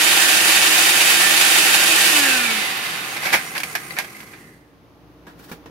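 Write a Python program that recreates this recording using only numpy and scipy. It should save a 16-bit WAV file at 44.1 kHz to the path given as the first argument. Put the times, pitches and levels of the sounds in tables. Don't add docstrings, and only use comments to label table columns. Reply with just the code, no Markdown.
import sys
import numpy as np
from scipy import signal
from scipy.fft import rfft, irfft, next_fast_len
from scipy.io import wavfile

SR = 44100
rng = np.random.default_rng(int(sys.argv[2]) if len(sys.argv) > 2 else 0)


def bounce(signal):
    frames = np.transpose(np.atleast_2d(signal))
    limited = np.clip(frames, -1, 1)
    pcm = np.round(limited * 32767).astype(np.int16)
    wavfile.write(sys.argv[1], SR, pcm)


N = 251370
TIME = np.arange(N) / SR
FULL_SPEED_HZ, OFF_S, STOP_S = 317.6, 2.087, 4.52

# frequency in Hz, relative level in dB.
BASE_RUMBLE = [(24, -71), (40, -36.5), (75, -25), (112, -13), (189, -7), (278, -8.5), (322, 2), (399, -2),
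               (427, -9), (462, -5), (600, -8.5), (780, -30), (1320, -120)]


def from_db(db):
    return 10 ** (np.asarray(db) / 20)


def rms_one(x):
    return x / np.sqrt(np.mean(x ** 2) + 1e-20)


def at_hz(points, hz):
    known_hz, values = np.transpose(points)
    return np.interp(np.log(np.maximum(hz, 1)), np.log(known_hz), values)


def drift(rate):
    knots = rng.standard_normal(int(rate * N / SR) + 3)
    fine = signal.resample_poly(knots, 10, 1)
    return rms_one(np.interp(TIME * 10 * rate, np.arange(len(fine)), fine))


def butter(x, edge_hz, kind, order=2):
    return signal.sosfilt(signal.butter(order, edge_hz, kind, fs=SR, output="sos"), x)


def colour(pair, spectrum):
    # frequency in Hz, left-right likeness (capped below at 0.99, nearly identical).
    likeness = [(60, 0.5), (140, 4), (350, 1.2), (700, 0.9), (1400, 0.06), (3000, 0.26), (12000, 0)]
    size = next_fast_len(N + SR // 10)
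    hz = np.arange(size // 2 + 1) * SR / size
    alike = np.clip(at_hz(likeness, hz), -.99, .99)
    mid, side = rfft(pair, size) * from_db(at_hz(spectrum, hz))
    left_right = np.sqrt(1 + alike) * mid + np.sqrt(1 - alike) * side * [[1], [-1]]
    return rms_one(irfft(left_right, size)[:, :N])


def hiss(spectrum):
    return colour(rng.standard_normal((2, N)), spectrum)


def grains(per_s, spread_db):
    born = rng.random((2, N)) < per_s / SR
    return rms_one(born * rng.standard_normal((2, N)) * from_db(spread_db * rng.standard_normal(N)))


def partial(angle, waver, rate=14):
    sway = np.array([drift(rate) + 1j * drift(rate) for side in range(2)])
    return np.sqrt(2) * np.real((1 + waver * sway) * np.exp(1j * angle)) / np.sqrt(1 + 2 * waver ** 2)


def resonate(x, peaks):
    out = 0
    for k, (hz, width_hz, db) in enumerate(peaks):
        radius = np.exp(-np.pi * width_hz / SR)
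        forward = np.array([1, 0, -1]) * (1 - radius ** 2) / 2
        feedback = [1, -2 * radius * np.cos(2 * np.pi * hz / SR), radius ** 2]
        out = out + (-1) ** k * from_db(db) * signal.lfilter(forward, feedback, x)
    return rms_one(out)


def kitchen(x, wet_db, t60_s=0.17):
    t = np.arange(SR // 2) / SR
    tail = rng.standard_normal((2, len(t))) * from_db(-60 * t / t60_s) * (t > .002)
    tail = butter(tail, 580, "high") + butter(tail[0], 600, "low")
    tail *= from_db(wet_db) / np.sqrt(np.sum(tail ** 2) / 2)
    return (x + signal.fftconvolve(x, tail, axes=1)[:, :N]) / np.sqrt(1 + from_db(2 * wet_db))


def rotor_speed(drag_ratio=2.15):
    time_left = np.clip((STOP_S - TIME) / (STOP_S - OFF_S), 0, 1)
    bend = np.sqrt(drag_ratio)
    return FULL_SPEED_HZ * np.tan(time_left * np.arctan(bend)) / bend


def by_speed(speed, full_db, fall_db, last_turns_s=4.486, dying_db_per_s=88):
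    pace = np.maximum(speed / FULL_SPEED_HZ, .04)
    dying_db = dying_db_per_s * np.maximum(TIME - last_turns_s, 0)
    return from_db(full_db + fall_db * np.log2(pace) - dying_db)


def share(speed, low_hz, high_hz):
    return np.clip((speed - low_hz) / (high_hz - low_hz), 0, 1)


def under_power(speed):
    return share(speed, .95 * FULL_SPEED_HZ, FULL_SPEED_HZ)


def fading(x, speed, body_db, body_fall_db, hiss_db, hiss_fall_db):
    body = rms_one(butter(butter(x, 480, "high", order=4), 4780, "low", order=5))
    top = rms_one(butter(x, 4960, "high", order=5))
    return by_speed(speed, body_db, body_fall_db) * body + by_speed(speed, hiss_db, hiss_fall_db) * top


def jar_rings(x):
    # frequency in Hz, relative level in dB, seconds to die away by 60 dB.
    wall_modes = [(764, -22, 0.036), (1437, -3, 0.065), (1774, -2, 0.11), (2046, -4, 0.13),
                  (2260, -3.5, 0.13), (2480, -5.5, 0.22), (3003, -4, 0.057), (3640, -16, 0.092),
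                  (5200, -18.5, .06)]
    return resonate(x, [(hz, np.log(1000) / (np.pi * t60), db) for hz, db, t60 in wall_modes])


def churning_ice(speed):
    # frequency in Hz, relative level in dB.
    slush_spectrum = [(260, -39.5), (450, -13), (692, -11.5), (767, -4), (1000, -10), (1330, -7.5),
                      (1840, -2.5), (2070, -5.5), (2550, 1.5), (3100, -3), (3450, -6), (4610, -6.5),
                      (5110, -8), (10300, -10), (11200, -9.5), (15500, -20)]
    # frequency in Hz, width in Hz, relative level in dB.
    jar_peaks = [(778, 69, -4.1), (1167, 88, 0.1), (2490, 430, -3.5), (3676, 97, 6), (4704, 89, 4.5),
                 (6810, 70, 1.5), (7700, 130, -2), (9040, 400, -1.5), (11200, 210, -1.5)]
    clumping = from_db(.5 * drift(16) + 0.82 * drift(70))
    pelting = grains(per_s=24000, spread_db=.5) * clumping
    swirling = resonate(grains(per_s=12000, spread_db=1.0) * clumping, jar_peaks)
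    chips = jar_rings(grains(per_s=700, spread_db=2.5))
    slush = colour(pelting, slush_spectrum) + from_db(-7.5) * swirling + from_db(-10.5) * chips
    slush = kitchen(slush, wet_db=-7.0)
    return fading(slush, speed, body_db=-15.5, body_fall_db=9.0, hiss_db=-17.5, hiss_fall_db=16.5)


def shaking_base(speed, angle):
    # frequency in Hz, relative level in dB.
    coast_rumble = [(29, -41), (50, -18), (113, -6), (157, 1.5), (195, -1.5), (305, -2), (335, 1.5),
                    (458, -10), (600, -16.5), (780, -20), (1320, -120)]
    fast, powered = share(speed, low_hz=165, high_hz=307), under_power(speed)
    rumble = np.sqrt(fast) * by_speed(speed, full_db=-34.5, fall_db=6.5) * hiss(BASE_RUMBLE)
    deep = np.sqrt(1 - fast) * by_speed(speed, full_db=-41.5, fall_db=1.5) * hiss(coast_rumble)
    wobble = share(speed, low_hz=192, high_hz=216) * by_speed(speed, full_db=-30.0, fall_db=13)
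    tone_gain = powered * from_db(-44.0) + (1 - powered) * wobble
    return rumble + deep + tone_gain * partial(angle, waver=0.11, rate=24)


def rotor_whine(speed, angle, mains_hz=60):
    # multiple of the speed, level in dB under power, level in dB coasting before the losses.
    rotor_harmonics = [(2, -42, -36.5), (4, -51.5, -43.5), (5, -33, -37), (6, -32, -27.5), (7, -52.5, -37),
                       (8, -39.5, -42), (10, -36, -27.5), (14, -46, -52)]
    pace, powered = speed / FULL_SPEED_HZ, under_power(speed)
    fade_db = -60 * np.maximum(.76 - pace, 0)
    tones = 0
    for k, on_db, off_db in rotor_harmonics:
        radiated_db = np.interp(k * speed, [1300, 1420], [-7, 0])
        level_db = powered * on_db + (1 - powered) * (off_db + fade_db + radiated_db)
        tones = tones + from_db(level_db) * partial(k * angle, waver=.6, rate=30)
    pulsing = 2 * np.pi * 2 * mains_hz * TIME
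    buzz = from_db(-34) * partial(6 * angle - pulsing, waver=1.0, rate=18)
    buzz += from_db(-50.0) * partial(angle - pulsing, waver=0.32)
    return tones + buzz * powered


def brush_rub(speed, angle):
    # frequency in Hz, relative level in dB.
    rub_spectrum = [(260, -41), (450, -3), (623, -12), (790, -1), (903, -17), (1020, -3), (1290, -4),
                    (1890, -7.5), (2450, -7), (2900, -11.5), (3860, -16.5), (6000, -13.5), (7740, -16),
                    (9380, -11.5), (10300, -16), (11600, -12.5), (15500, -23.5)]
    # frequency in Hz, width in Hz, relative level in dB.
    motor_peaks = [(1650, 80, -9), (2040, 64, 7), (2700, 100, -14.5), (3900, 30, -6.5), (4550, 140, -5.5),
                   (9410, 58, -11)]
    rubbing = grains(per_s=14000, spread_db=2.5) * (1 + 0.25 * np.cos(angle)) * from_db(1.03 * drift(32))
    ringing = resonate(grains(per_s=4500, spread_db=9.5), motor_peaks)
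    rub = kitchen(colour(rubbing, rub_spectrum) + from_db(-6) * ringing, wet_db=-6.5)
    return fading(rub, speed, body_db=-24.5, body_fall_db=5.5, hiss_db=-28.5, hiss_fall_db=5.5)


def brush_scrape(speed, pitch_hz=2530, sag_hz=712, sag_speed_hz=35):
    hz = pitch_hz - sag_hz * np.exp(-speed / sag_speed_hz)
    scrape = partial(2 * np.pi * np.cumsum(hz) / SR, waver=3.6, rate=380)
    return (1 - under_power(speed)) * by_speed(speed, full_db=-44.0, fall_db=2) * scrape


def swells(events, half_s):
    return sum(from_db(db) * np.exp(-((TIME - s) / half_s) ** 2) for s, db in events)


def commutator_squeaks(speed, angle, bars=12, squeal_hz=9200):
    # frequency in Hz, gain in dB.
    housing = [(3800, -30), (5400, -3), (6700, 0), (7500, -12), (8200, -3), (8800, -14), (9450, 2),
               (10000, -25)]
    # peak time in seconds, level in dB ahead of the housing.
    squeaks = [(3.12, -41), (3.48, -45), (3.72, -50)]
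    # peak time in seconds, level in dB.
    squeals = [(3.40, -44), (3.52, -38), (3.61, -47), (3.695, -43), (3.84, -46), (3.885, -45), (3.94, -51)]
    squeak = sum(from_db(at_hz(housing, k * bars * speed)) * partial(k * bars * angle, waver=1.0, rate=60)
                 for k in range(2, 14))
    squeal = partial(2 * np.pi * squeal_hz * TIME, waver=1.7, rate=100) * (1 + .5 * np.cos(angle))
    return swells(squeaks, half_s=0.034) * squeak + swells(squeals, half_s=0.018) * squeal


def bursts(events, spectrum, grain_db):
    out = np.zeros((2, N))
    swarm = colour(grains(per_s=20000, spread_db=grain_db), spectrum)
    dull = butter(swarm, 3700, "low", order=1)
    for peak_s, db, swell_s, decay_s, treble_db in events:
        log_shape = np.minimum((TIME - peak_s) / swell_s, (peak_s - TIME) / decay_s)
        shape = np.exp(np.maximum(log_shape, -40))
        out += from_db(db) * shape * (dull + from_db(treble_db) * (swarm - dull))
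    return out


def ice_lumps(knock_attack_s=0.00023, knock_decay_s=0.011, jolt_swell_s=0.0045, jolt_decay_s=0.02):
    # peak time in seconds, relative level in dB, decay in seconds.
    blade_hits = [(3.168, -21.5, 0.011), (3.234, -24.5, 0.024), (3.261, -20, 0.049), (3.331, -12, 0.01),
                  (3.343, -12.5, 0.022), (3.568, -24.5, 0.013), (4.002, -25.5, 0.0071), (4.046, -31, .01)]
    # peak time in seconds, relative level in dB, treble in dB.
    wall_hits = [(3.552, -20.5, -6.5), (3.579, -27.5, 13.5), (3.602, -25, 8.5), (3.634, -24.5, 12.5),
                 (3.7519, -14, 1), (3.967, -22, -14.5), (3.987, -17.5, 6), (4.167, -39, 4),
                 (4.204, -35, 6.5), (4.335, -36.5, -18)]
    # frequency in Hz, relative level in dB.
    hit_spectrum = [(71, -44), (120, -16), (353, -23), (519, -11), (796, -4.5), (1300, -9), (1660, 1),
                    (1950, -3.5), (2320, 2), (2850, -10.5), (4970, -13), (7780, -21), (12400, -17.5),
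                    (15500, -30)]
    crunches = [(s, db, 0.353 * decay, decay, 0.5) for s, db, decay in blade_hits]
    knocks = [(s, db, knock_attack_s, knock_decay_s * .5 ** (treble_db / 14), treble_db)
              for s, db, treble_db in wall_hits]
    jolts = [(s, db - 19, jolt_swell_s, jolt_decay_s, 0) for s, db, _ in blade_hits]
    cracks = bursts(crunches + knocks, hit_spectrum, grain_db=0.5)
    ringing = jar_rings(cracks) * np.std(cracks) * from_db(-22.5)
    clatter = from_db(-0.5) * kitchen(cracks + ringing, wet_db=-7.5)
    return clatter + bursts(jolts, BASE_RUMBLE, grain_db=0.5)


def room_tone(rise_from_s=3.3, rise_db_per_s=5.5):
    # frequency in Hz, relative level in dB.
    room_spectrum = [(15, -47.5), (25, -26.5), (113, -3), (233, -10), (289, 0.5), (369, -7), (470, -12),
                     (552, -11.5), (1200, -15), (1580, -20), (2770, -24.5), (6220, -32.5), (7710, -44),
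                     (11900, -34), (15500, -38)]
    # frequency in Hz, relative level in dB.
    hum_tones = [(59, -10), (113, -15.5), (165, -10.5), (294, -8.5), (467, -12)]
    hum = sum(from_db(db) * partial(2 * np.pi * hz * TIME, waver=0.56) for hz, db in hum_tones)
    gain = from_db(-59.5 + rise_db_per_s * np.maximum(TIME - rise_from_s, 0))
    return gain * (from_db(-0.5) * hiss(room_spectrum) + hum)


def hand_on_jar(tap_attack_s=0.00078, slide_swell_s=0.012, slide_decay_s=0.015):
    # peak time in seconds, relative level in dB, decay in seconds, treble in dB.
    finger_taps = [(5.268, -40.5, .029, -7), (5.516, -32, .01, -1), (5.6596, -36.5, 0.0068, -13)]
    # peak time in seconds, relative level in dB, treble in dB.
    palm_slides = [(5.398, -47.5, 2), (5.444, -55.5, 13.5), (5.498, -43, 2)]
    # frequency in Hz, relative level in dB.
    touch_spectrum = [(71, -33), (120, 0), (346, 0), (563, -6.5), (1660, -6), (2200, -13), (2390, -14),
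                      (5070, -17.5), (7620, -24), (15500, -20.5)]
    taps = [(s, db, tap_attack_s, decay, treble_db) for s, db, decay, treble_db in finger_taps]
    slides = [(s, db, slide_swell_s, slide_decay_s, treble_db) for s, db, treble_db in palm_slides]
    return from_db(5.0) * kitchen(bursts(taps + slides, touch_spectrum, grain_db=-1.0), wet_db=-1.5)


def place(x):
    # frequency in Hz, left minus right in dB.
    balance = [(60, -7), (120, 4), (240, -1), (480, 2.5), (950, 2.5), (1890, -5), (3770, -2.5),
               (7520, -1.5), (15000, -7)]
    size = next_fast_len(N + SR // 10)
    lean_db = at_hz(balance, np.arange(size // 2 + 1) * SR / size)
    return irfft(rfft(x, size) * from_db(lean_db * np.array([[.5], [-.5]])), size)[:, :N]


def scene():
    speed = rotor_speed() * (1 + .0015 * drift(9))
    angle = 2 * np.pi * np.cumsum(speed) / SR
    flying = share(speed, low_hz=74.3, high_hz=281)
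    grinding = np.sqrt(flying) * churning_ice(speed) + np.sqrt(1 - flying) * brush_rub(speed, angle)
    motor = shaking_base(speed, angle) + rotor_whine(speed, angle)
    brushes = commutator_squeaks(speed, angle) + brush_scrape(speed)
    return place(grinding + motor + brushes + ice_lumps()) + hand_on_jar() + room_tone()


def record(dry, cutoff_hz=15750):
    low_pass = signal.ellip(12, .1, 80, cutoff_hz, fs=SR, output="sos")
    return signal.sosfilt(low_pass, np.clip(dry, -1, 1))


dry = scene()
out = record(dry)
bounce(out)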